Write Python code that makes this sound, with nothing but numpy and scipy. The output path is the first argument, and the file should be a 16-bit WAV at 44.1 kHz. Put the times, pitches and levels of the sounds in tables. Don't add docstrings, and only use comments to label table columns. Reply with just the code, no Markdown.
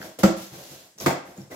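import sys
import numpy as np
from scipy import signal
from scipy.fft import rfft, irfft, next_fast_len
from scipy.io import wavfile
from scipy.ndimage import uniform_filter1d

SR = 44100
rng = np.random.default_rng(int(sys.argv[2]) if len(sys.argv) > 2 else 0)


def bounce(signal):
    frames = np.transpose(np.atleast_2d(signal))
    limited = np.clip(frames, -1, 1)
    pcm = np.round(limited * 32767).astype(np.int16)
    wavfile.write(sys.argv[1], SR, pcm)


def gain_from_decibels(decibels):
    exponent = np.asarray(decibels, float) / 20
    return 10 ** exponent


N = 68355
T = np.arange(N) / SR
SIZE = next_fast_len(2 * N)
F = np.arange(SIZE // 2 + 1) * SR / SIZE + 1


def read(table, hz):
    a = np.array(table, float)
    return np.interp(np.log(hz), np.log(a[:, 0]), a[:, 1], left=a[0, 1], right=a[-1, 1])


def unit(x):
    return x / np.sqrt(np.mean(x ** 2))


def colour(x, table):
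    octaves_below = np.maximum(np.log2(table[0][0] / F), 0)
    gain = unit(gain_from_decibels(read(table, F) - 7 * octaves_below))
    return irfft(rfft(x, SIZE) * gain, SIZE)[..., :N]


def ring(x, hz, t60):
    pole = np.exp(2j * np.pi * hz / SR - np.log(1000) / (t60 * SR))
    return signal.lfilter([1], [1, -pole], x)


def walk(rate, size=N):
    k = int(SR / rate)
    steps = np.repeat(rng.standard_normal(size // k + 1), k)
    return unit(uniform_filter1d(steps, k)[:size])


def burst(start, rise, fall, size=N):
    u = np.maximum(T[:size] - start, 0)
    return (1 - np.exp(-u / rise)) * np.exp(-u / fall)


# f/Hz, share common to both
PORT_LIKENESS = [(60, 0.82), (130, 1), (290, 0.88), (640, 0.8), (1410, -0.88), (3100, -0.04), (6820, -1.1),
                 (15000, 0.6)]


def pair(mid, side):
    c = np.clip(read(PORT_LIKENESS, F), 0, 1)
    return np.sqrt((1 + c) / 2) * mid + np.sqrt((1 - c) / 2) * side * np.array([[1], [-1]])


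def grit(scatter_db, table):
    sizes = gain_from_decibels(scatter_db * np.minimum(rng.exponential(size=N), 4))
    clicks = unit(rng.standard_normal((2, N)) * sizes)
    ports = irfft(pair(*rfft(clicks, SIZE)), SIZE)[:, :N]
    return colour(ports, table)


# f/Hz, ring t60/s, level/dB pulled at the right end, level/dB at the left end
BOX_TONES = [(74.6, 0.147, -34, -30), (134.7, 0.23, -17, -1), (193.7, 0.27, 2, -10.5),
             (2220, 0.091, -38, -23), (312.8, 0.18, -2, -19), (332.1, 0.2, -2.5, -21),
             (421, 0.17, -31, -16.5), (524, .12, -10, -12), (652.1, 0.18, -11, -23.5),
             (1347, 0.14, -16, -16.5), (794, 0.088, -19, -9.5), (1004, .15, -18.5, -40),
             (1086, 0.13, -19.5, -11), (1544, 0.057, -33, -9)]
# t/s, rise/s, hold/s, hiss level/dB, box level/dB
RUB_STROKES = [(-.05, 0.079, 0.021, -45, -43.5), (-.05, .01, 0.041, -61, -45),
               (0.186, 0.0025, 0.013, -38.5, -39), (0.362, 0.0034, 0.066, -43.5, -49.5),
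               (0.468, 0.073, 0.067, -47.5, -47.5), (0.597, 0.044, 0.054, -49, -56.5),
               (0.662, 0.052, 0.033, -47.5, -50.5), (0.772, 0.014, 0.066, -55, -59),
               (0.978, 0.0014, 0.024, -50.5, -53), (0.991, 0.019, 0.011, -37, -40),
               (1.25, 0.0049, 0.053, -56.5, -50), (1.334, 0.035, 0.032, -55.5, -51),
               (1.493, 0.022, 0.035, -48, -41)]
# f/Hz, level/dB per Hz
RUB_HISS = [(530, -15), (900, -30), (1220, -10), (3470, -3.5), (6700, -3), (8870, -11.5), (12900, -3.5),
            (15700, -13), (16500, -45)]
# f/Hz, level/dB per Hz
BOARD_SOUND = [(60, -9.5), (120, -14.5), (300, 1), (700, 0), (1200, -10), (2200, -13.5), (4000, -34)]


def rubbing():
    release_db_s, grain_db, flicker_db = 165, 3.5, 0.5
    hiss_power = box_power = 0
    for s, rise, hold, hiss_db, box_db in RUB_STROKES:
        release = gain_from_decibels(-release_db_s * np.maximum(T - s - rise - hold, 0))
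        shape = np.clip((T - s) / rise, 0, 1) ** 2 * release
        hiss_power = hiss_power + (gain_from_decibels(hiss_db) * shape) ** 2
        box_power = box_power + (gain_from_decibels(box_db) * shape) ** 2
    drag = rng.standard_normal(N)
    rings = 0
    for hz, t60, right_db, left_db in BOX_TONES:
        tone = unit(ring(drag, hz, t60 / 2).imag)
        rings = rings + gain_from_decibels(max(right_db, left_db) / 2) * tone
    rumble = grit(grain_db, BOARD_SOUND) + gain_from_decibels(-6.5) * unit(rings)
    hiss = np.sqrt(hiss_power) * gain_from_decibels(flicker_db * walk(60)) * grit(grain_db, RUB_HISS)
    return hiss + np.sqrt(box_power) * gain_from_decibels(flicker_db * walk(48)) * rumble


# f/Hz, level/dB per Hz
HUSH_SOUND = [(30, 2), (150, -13), (800, -23), (1500, -4), (3500, -13.5), (8000, -2), (9000, -8),
              (16000, -26)]


def hush():
    return gain_from_decibels(-64) * grit(0, HUSH_SOUND)


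def boom(start, rise, fall, place, tilt_db, ring_share):
    ring_samples = SR // 2
    turn_per_octave, wobble_size_db = 0.25, 2
    out = np.zeros((2, N + ring_samples))
    first = int(max(start, 0) * SR)
    for k, (hz, t60, right_db, left_db) in enumerate(BOX_TONES):
        swell = burst(0, rise + 0.51 / hz, fall, size=ring_samples)
        push = rng.standard_normal(ring_samples) * swell
        z = ring(push, hz, t60 * ring_share)
        octave = max(np.log2(hz / BOX_TONES[1][0]), 0)
        wobble_db = wobble_size_db * min(octave + 0.5, 2) * walk(45.4, size=ring_samples)
        db = right_db + place * (left_db - right_db) + tilt_db * octave + wobble_db
        angle = (-1) ** k * (turn_per_octave * octave + 0.12) * np.array([[0.5], [-0.5]])
        tone = (z * np.exp(1j * angle)).imag / np.abs(z).max()
        out[:, first:first + ring_samples] += gain_from_decibels(db) * tone
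    return out[:, :N]


# t/s, level/dB, place (0 right - 1 left), push time/s
SOFT_NUDGES = [(0, -32, 0.21, 0.0034), (0.029, -36, 0.31, 0.018), (0.391, -38.5, 1, 0.019),
               (.51, -35.5, 0.85, 0.024), (.545, -35.5, 0.37, 0.011), (0.574, -37.5, .1, 0.0079),
               (0.699, -40, 1, 0.011), (.95, -48.5, 0.37, 0.013), (1.012, -28, 0.85, 0.029),
               (1.285, -44, 0.44, 0.0031), (1.378, -34, 0.16, 0.006), (1.396, -32.5, 0.92, 0.0095),
               (1.421, -43, 0.87, 0.023)]


def nudges():
    tilt_db, held_share = -4.5, 0.63
    out = 0
    for s, db, place, push in SOFT_NUDGES:
        out = out + gain_from_decibels(db) * boom(s, push, push, np.clip(place, 0, 1), tilt_db, held_share)
    return out


# f/Hz, t60/s, level/dB
ROOM_ECHOES = [(100.6, 0.35, -10), (304, 0.36, -5.5), (775, 0.44, -2.5), (1380, 0.48, -5.5),
               (2460, 0.49, -3.5), (6000, 0.36, -2.5), (14100, 0.16, -6)]


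def room(x):
    delay_s = 0.0047
    noise = pair(*rfft(rng.standard_normal((2, N)), SIZE))
    levels = np.array(ROOM_ECHOES)[:, ::2]
    tail = 0
    for hz in 40 * 2 ** (np.arange(18) / 2):
        band = np.clip(1 - 2 * np.abs(np.log2(F / hz)), 0, 1) * gain_from_decibels(read(levels, hz))
        fall = read(ROOM_ECHOES, hz) / np.log(1000)
        fade = burst(delay_s, 0.002, fall) / np.sqrt(fall * SR / 2)
        tail = tail + irfft(noise * band, SIZE)[:, :N] * fade
    return irfft(rfft(tail, SIZE) * rfft(x, SIZE), SIZE)[:, :N]


# t/s, peak level/dB, f/Hz, t60/s
TAPE_TICKS = [(0.0152, -30.5, 1630, 0.0083), (.027, -30, 1530, 0.005), (0.025, -41, 5140, 0.012),
              (.191, -24.5, 11300, 0.001), (0.373, -34.5, 11200, 0.0017), (0.467, -35, 6000, 0.0022),
              (.9842, -33.5, 6000, 0.0021), (1.0005, -23, 5370, 0.0018), (1.275, -42.5, 1570, 0.011),
              (1.3763, -41, 7070, .01), (1.416, -43, 5340, 0.0052), (1.5165, -41, 1968, 0.034)]


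def ticks():
    out = 0
    for s, db, hz, t60 in TAPE_TICKS:
        snap = np.gradient(rng.standard_normal(N) * burst(s, 0.00016, 0.0017))
        z = ring(ring(snap, hz, t60 / 2), hz, t60).imag
        out = out + gain_from_decibels(db) * z / np.abs(z).max()
    return out


# t/s, boom level/dB, slap level/dB, crack level/dB, shudder time/s
TAPE_POPS = [
    (.2325, -9.5, -13.5, -22.5, 0.023),
    (1.0605, -14, -11.5, -24.5, .025),
]
# f/Hz, level/dB per Hz
CRACK_SOUND = [(880, -15), (1500, -27), (3260, -1), (3640, -2), (7910, -3), (8920, -17), (14900, -8),
               (15800, -39), (16700, -69)]
# f/Hz, level/dB per Hz
KNOCK_SOUND = [(600, -16), (1000, 5.5), (1700, 0), (2300, -10), (4000, -20)]


def pops():
    slap_rise_s = 0.006
    out = 0
    for place, (s, boom_db, slap_db, crack_db, shudder) in enumerate(TAPE_POPS):
        out = out + gain_from_decibels(boom_db) * boom(s, 0.00059, shudder * 0.47, place, 0, 1)
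        slap = grit(2.05, BOARD_SOUND) * burst(s, slap_rise_s, shudder)
        out = out + gain_from_decibels(slap_db + 3.3 * walk(150)) * slap
        out = out + gain_from_decibels(slap_db - 1) * grit(2.2, KNOCK_SOUND) * burst(s, 0.0011, 0.0052)
        snap = burst(s, 0.00071, 0.0046)
        tail = gain_from_decibels(-2.5) * burst(s, slap_rise_s, 0.03)
        out = out + gain_from_decibels(crack_db) * grit(1.6, CRACK_SOUND) * (snap + tail)
    return out


def scene():
    port_lag_s, pan_db = 0.00012, 0.25
    x = rubbing() + nudges() + ticks() + pops()
    turn = np.exp(-1j * np.pi * F * port_lag_s * np.array([[1], [-1]]))
    direct = irfft(rfft(x, SIZE) * turn, SIZE)[:, :N]
    direct = direct * gain_from_decibels(np.array([[pan_db], [-pan_db]]) / 2)
    return direct + room(x) + hush()


def band_limit(x):
    return signal.sosfilt(signal.butter(12, 16810, fs=SR, output="sos"), x)


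def record(dry):
    low_cut_hz, top_hz = 84, 15900
    thin = signal.sosfilt(signal.butter(2, low_cut_hz, "high", fs=SR, output="sos"), dry)
    mix = signal.sosfilt(signal.ellip(8, 0.2, 60, top_hz, fs=SR, output="sos"), thin)
    return band_limit(mix)


dry = scene()
out = record(dry)
bounce(out)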